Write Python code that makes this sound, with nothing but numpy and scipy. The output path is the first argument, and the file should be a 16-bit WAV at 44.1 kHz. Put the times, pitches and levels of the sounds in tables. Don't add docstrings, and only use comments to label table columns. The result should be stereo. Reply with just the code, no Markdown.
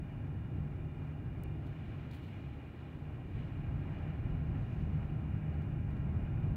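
import sys
import numpy as np
from scipy.fft import rfft, irfft, next_fast_len
from scipy.io import wavfile
from scipy.ndimage import uniform_filter1d, map_coordinates

SR = 44100
rng = np.random.default_rng(int(sys.argv[2]) if len(sys.argv) > 2 else 0)


def int16_out(signal):
    q = np.round(np.clip(np.atleast_2d(signal).T, -1, 1) * 32767)
    wavfile.write(sys.argv[1], SR, q.astype(np.int16))


N = 289296

# time in seconds, level in dB.
ROAD_SHAKE = [(0, -44.5), (.65, -43), (1.1, -44.5), (1.4, -43.5), (2.2, -46.5), (2.75, -50), (3.2, -45.5),
              (3.6, -42.5), (3.98, -43), (4.3, -39), (4.95, -41.5), (5.2, -40.5), (5.8, -40.5), (6.35, -38),
              (6.56, -39)]
# middle in seconds, length in seconds, swell in dB.
JOLTS = [(.6, 0.04, 5.5), (2.475, 0.038, 6.5), (3.75, 0.18, 2.5), (4.51, 0.049, 2.5), (4.96, 0.075, 5),
         (6.07, 0.036, 4), (6.41, 0.036, 6.5)]
SAND_PATCHES = [(1.9, .45, 4), (2.35, 0.45, 4.5), (2.87, 0.44, 2.5), (3.42, .25, 4.5), (3.92, .5, 3),
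                (4.75, 0.82, 2)]
# start in seconds, relative level in dB, rise in seconds,
# seconds to fade by 60 dB, left minus right in dB.
STONES = [(1.664, -62.5, .001, 0.08, 0.5), (2.109, -56, .002, .07, 1), (2.123, -57.5, .01, 0.3, -2),
          (2.22, -63.5, 0.024, .45, -1.5), (3.907, -72.5, .002, .05, 4), (4.55, -74.5, 0.056, 1.5, -1),
          (4.782, -71, .01, 0.25, 3.5), (5.535, -69, .002, .06, 1), (5.617, -65, 0.0011, 0.054, 2),
          (5.906, -63.5, 0.00088, .025, -7.5), (5.964, -68.5, 0.0018, .07, -5)]
# time in seconds, firings per second.
FIRING_RATE = [(0, 74.1), (3.0, 74.17), (3.45, 83.4), (3.95, 95.73), (4.4, 86.4), (4.9, 76.88),
               (6.56, 77.6)]
# multiple of the firing rate, relative level in dB.
ENGINE_TONES = [(1, 0), (2, 0), (3, -6), (4, -14.5)]
# frequency in Hz, relative level in dB.
RUMBLE_COLOUR = [(12, -27), (24, -17.5), (34, -7.5), (60, -1), (80, 1), (105, 3), (120, -10.5), (150, -36),
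                 (400, -120)]
BOOM_COLOUR = [(20, -57.5), (70, -36), (98, -12.5), (116, 0), (152, -2), (175, -9.5), (205, -14),
               (235, -20.5), (320, -69.5), (1000, -120)]
PANEL_COLOUR = [(40, -61), (130, -30.5), (210, -3), (260, 0), (340, -4.5), (420, -9.5), (520, -18.5),
                (800, -68.5), (2500, -120)]
TREAD_COLOUR = [(80, -48.5), (280, -14.5), (480, -3), (650, -1), (1000, -4.5), (1600, -7.5), (2100, -13),
                (3000, -34), (8000, -120)]
HISS_COLOUR = [(300, -58), (1000, -22.5), (1800, 0), (2400, 2), (2930, -2.5), (3120, -16), (3700, -29),
               (9000, -120)]
SAND_COLOUR = [(800, -52.5), (2200, -17.5), (3000, -0.5), (3600, -1.5), (4200, -6.5), (4800, -10.5),
               (5800, -16), (7600, -18.5), (10000, -37), (16000, -51.5)]
CRUNCH_COLOUR = [(1500, -14.5), (2900, 16), (4300, 11), (5200, 0), (7000, -2), (9500, -3.5), (15000, -2.5)]
# frequency in Hz, width in Hz, relative level in dB.
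WHIRR_PEAKS = [(2413, 70, 2.5), (2840, 120, -3), (3580, 140, -14)]
SIZZLE_PEAKS = [(4850, 150, -1), (5460, 150, -2), (6100, 200, -3.5), (6500, 150, 0), (7300, 200, -5.5)]
RASP_PEAKS = [(3070, 160, 1.5), (3370, 200, -1.5), (3880, 120, -4), (4110, 200, -6)]
# frequency in Hz, width in Hz, gain in dB.
CABIN_WAVES = [(42.5, 16, 4), (56.3, 6.7, -7), (73, 19, 3.5), (149.9, 15, 4.5)]
# frequency in Hz, width in Hz, gain in dB.
LEFT_ECHO = [(608, 56, 4), (850, 34, -3), (966, 74, 9.5), (1240, 67, -11), (1270, 88, -12), (1470, 140, 6),
             (1894, 120, 5.5), (2210, 220, -13.5), (3550, 160, 3)]
RIGHT_ECHO = [(556, 290, 0.5), (818, 70, 4.5), (920, 50, -1.5), (1059, 120, 3.5), (1160, 55, -2),
              (1383, 78, 4.5), (1625, 55, 5), (1670, 45, -3.5), (1960, 77, -1.5), (2106, 110, -3),
              (2378, 49, 3), (2634, 130, -8), (2845, 83, 2.5)]
# frequency in Hz, likeness from 0 to 1,
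# lead of the left side in radians, left minus right in dB.
STEREO_FIELD = [(60, .97, 0, .9), (110, .99, 0, .6), (170, .995, 0, -.2), (290, .95, .2, -2.8),
                (370, .88, .8, -4), (450, .76, 1.5, 0), (600, .66, 1.3, 0), (800, .86, .95, -2),
                (1000, .78, 3.4, -5), (1400, .65, 3, -5.5), (2100, .5, 4, -5.5), (2600, .3, 3.5, -8),
                (3600, .25, 3.5, -4), (6000, .05, 3.2, 2)]

PULL_START_S, PULL_RISE_S = 3.334, 0.54


def amp(db):
    return 10 ** (np.asarray(db) / 20)


def unit(x):
    return x / np.sqrt(np.mean(np.atleast_2d(x).mean(0) ** 2) + 1e-20)


def over_pitch(rows, hz):
    row_hz, *columns = np.transpose(rows)
    return [np.interp(np.log(hz + 1), np.log(row_hz + 1), column) for column in columns]


def over_time(rows):
    seconds, values = np.transpose(rows)
    return np.interp(np.arange(N) / SR, seconds, values)


def ramp(start_s, rise_s):
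    return np.clip((np.arange(N) / SR - start_s) / rise_s, 0, 1)


def wobble(rate):
    points = rng.standard_normal(int(N * rate / SR) + 4)
    return map_coordinates(points, [np.arange(N) * rate / SR])


def bumps(rows, at):
    return sum(height * .5 ** ((2 * (at - centre) / width) ** 2) for centre, width, height in rows)


def filtered(x, response):
    size = next_fast_len(N + SR // 2)
    return irfft(rfft(x, size) * response(np.fft.rfftfreq(size, 1 / SR)), size)[..., :N]


def panned(x, pan_db):
    return np.array([x * amp(pan_db / 2), x * amp(-pan_db / 2)])


def add(out, start_s, sound):
    part = out[:, round(start_s * SR):][:, :sound.shape[1]]
    part += sound[:, :part.shape[1]]


def steadied(x, span_s):
    power = uniform_filter1d(x.mean(0) ** 2, int(span_s * SR))
    return x / np.sqrt(np.abs(power) + 1e-9)


def ringing(peaks):
    def response(hz):
        return sum(amp(db) / (1 + (2 * (hz - centre) / width) ** 2) for centre, width, db in peaks)
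    return unit(filtered(rng.standard_normal((2, N)), response))


def in_cabin(colour):
    size = next_fast_len(N + 8192)
    hz = np.fft.rfftfreq(size, 1 / SR)
    shared, *own = rfft(rng.standard_normal((3, size)))
    alike, lead, pan_db = over_pitch(STEREO_FIELD, hz)
    pair = np.sqrt(alike) * shared * np.exp(.5j * np.array([lead, -lead]))
    pair += np.sqrt(1 - alike) * np.array(own)
    sides_db = np.array([bumps(LEFT_ECHO, hz) + pan_db / 2, bumps(RIGHT_ECHO, hz) - pan_db / 2])
    gain = amp(over_pitch(colour, hz)[0] + bumps(CABIN_WAVES, hz) + sides_db)
    return unit(irfft(pair * gain, size)[:, :N])


def shaking(usual_db=-43):
    return over_time(ROAD_SHAKE) - usual_db


def sizzle(middle_s, length_s, level_db, grain_db):
    swell = bumps([(middle_s, length_s, 1)], np.arange(N) / SR)
    return ringing(SIZZLE_PEAKS) * amp(level_db + grain_db * wobble(120)) * swell


def whirr(level_db, waver_db, pan_db):
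    return ringing(WHIRR_PEAKS) * panned(amp(level_db + waver_db * wobble(6)), pan_db)


def tick(start_s, level_db, pan_db, start_hz, end_hz, fall_s):
    out, t = np.zeros((2, N)), np.arange(SR // 100) / SR
    hz = end_hz + (start_hz - end_hz) * np.exp(-t / fall_s)
    snap, tail = amp(-60 * t / .0026), amp(-13 - 60 * t / .012)
    tone = np.sin(2 * np.pi * np.cumsum(hz) / SR)
    add(out, start_s, panned(amp(level_db) * (snap + tail) * tone, pan_db))
    return out


def rasp(level_db, grain_db):
    sand = bumps(SAND_PATCHES, np.arange(N) / SR)
    swell = (sand / sand.max()) ** .7
    return ringing(RASP_PEAKS) * amp(level_db + grain_db * wobble(90)) * swell


def grit(gain_db, grain_db):
    out, t = np.zeros((2, N)), np.arange(SR // 2) / SR
    for start_s, db, rise_s, fade_s, pan_db in STONES:
        grains = amp(grain_db * wobble(500)[:len(t)]) * rng.standard_normal((2, len(t)))
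        swell = amp(db + gain_db - 60 * t / fade_s) * (1 - np.exp(-t / rise_s))
        add(out, start_s, grains * panned(swell, pan_db))
    return filtered(out, lambda hz: amp(over_pitch(CRUNCH_COLOUR, hz)[0]))


def tyres(tread_db, hiss_db, sand_db, pull_db, patch_db, flutter_db, grain_db):
    firing_hz = over_time(FIRING_RATE)
    revs_db = 0.0579 * (firing_hz - firing_hz[0])
    sandy_db = bumps(SAND_PATCHES, np.arange(N) / SR)
    load_db = pull_db * ramp(PULL_START_S, PULL_RISE_S)
    roar = amp(tread_db + load_db + 0.14 * shaking() + revs_db) * in_cabin(TREAD_COLOUR)
    hiss = amp(hiss_db + load_db + 0.83 * sandy_db + flutter_db * wobble(60)) * in_cabin(HISS_COLOUR)
    crackle = amp(sand_db + sandy_db + grain_db * wobble(200)) * in_cabin(SAND_COLOUR)
    return amp(patch_db * wobble(12)) * (roar + hiss + crackle)


def drivetrain(pitch_hz, start_s, rise_s, level_db, waver_db, drift):
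    hz = pitch_hz * (1 + drift * wobble(2))
    loudness = amp(level_db + waver_db * wobble(8)) * ramp(start_s, rise_s)
    return np.sqrt(2) * loudness * np.sin(2 * np.pi * np.cumsum(hz) / SR)


def engine(idle_db, pull_db, waver_db, jitter):
    firing_hz = over_time(FIRING_RATE)
    phase = 2 * np.pi * np.cumsum(firing_hz * (1 + jitter * wobble(20))) / SR
    hum = np.zeros(N)
    for multiple, db in ENGINE_TONES:
        gain = amp(db + bumps(CABIN_WAVES, multiple * firing_hz) + waver_db * wobble(8.1))
        hum += gain * np.sin(multiple * phase + rng.uniform(0, 2 * np.pi))
    return np.sqrt(2) * amp(idle_db + pull_db * ramp(PULL_START_S, PULL_RISE_S)) * hum


def road(rumble_db, boom_db, panel_db, waver_db):
    shake_db = shaking()
    rumble = amp(rumble_db + 1.17 * shake_db) * steadied(in_cabin(RUMBLE_COLOUR), span_s=0.33)
    boom = amp(boom_db + shake_db) * steadied(in_cabin(BOOM_COLOUR), span_s=0.24)
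    panels = amp(panel_db + .37 * shake_db) * steadied(in_cabin(PANEL_COLOUR), span_s=0.3)
    jolts = amp(bumps(JOLTS, np.arange(N) / SR))
    return amp(waver_db * wobble(14)) * (jolts * (rumble + boom) + panels)


def scene():
    mix = road(rumble_db=-43, boom_db=-43, panel_db=-51.5, waver_db=0.67)
    mix += tyres(tread_db=-60, hiss_db=-69, sand_db=-82, pull_db=1.8,
                 patch_db=0.64, flutter_db=1.2, grain_db=1.1)
    mix += engine(idle_db=-62, pull_db=8.5, waver_db=-0.5, jitter=0.0039)
    mix += drivetrain(pitch_hz=198.3, start_s=4.44, rise_s=.4, level_db=-51, waver_db=1.9, drift=0.00397)
    mix += whirr(level_db=-77.5, waver_db=1.4, pan_db=-8)
    mix += grit(gain_db=-5, grain_db=2.5)
    mix += rasp(level_db=-78.5, grain_db=1.5)
    mix += sizzle(middle_s=4.76, length_s=.42, level_db=-89.5, grain_db=2.5)
    mix += tick(start_s=1.4364, level_db=-47.5, pan_db=11, start_hz=16500, end_hz=3800, fall_s=.0007)
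    return mix


def record(dry):
    hiss_db, top_hz = -81, 15750
    hiss = panned(amp(hiss_db), pan_db=0.5)[:, None] * rng.standard_normal((2, N))
    return filtered(dry + hiss, lambda hz: hz < top_hz)


dry = scene()
out = record(dry)
int16_out(out)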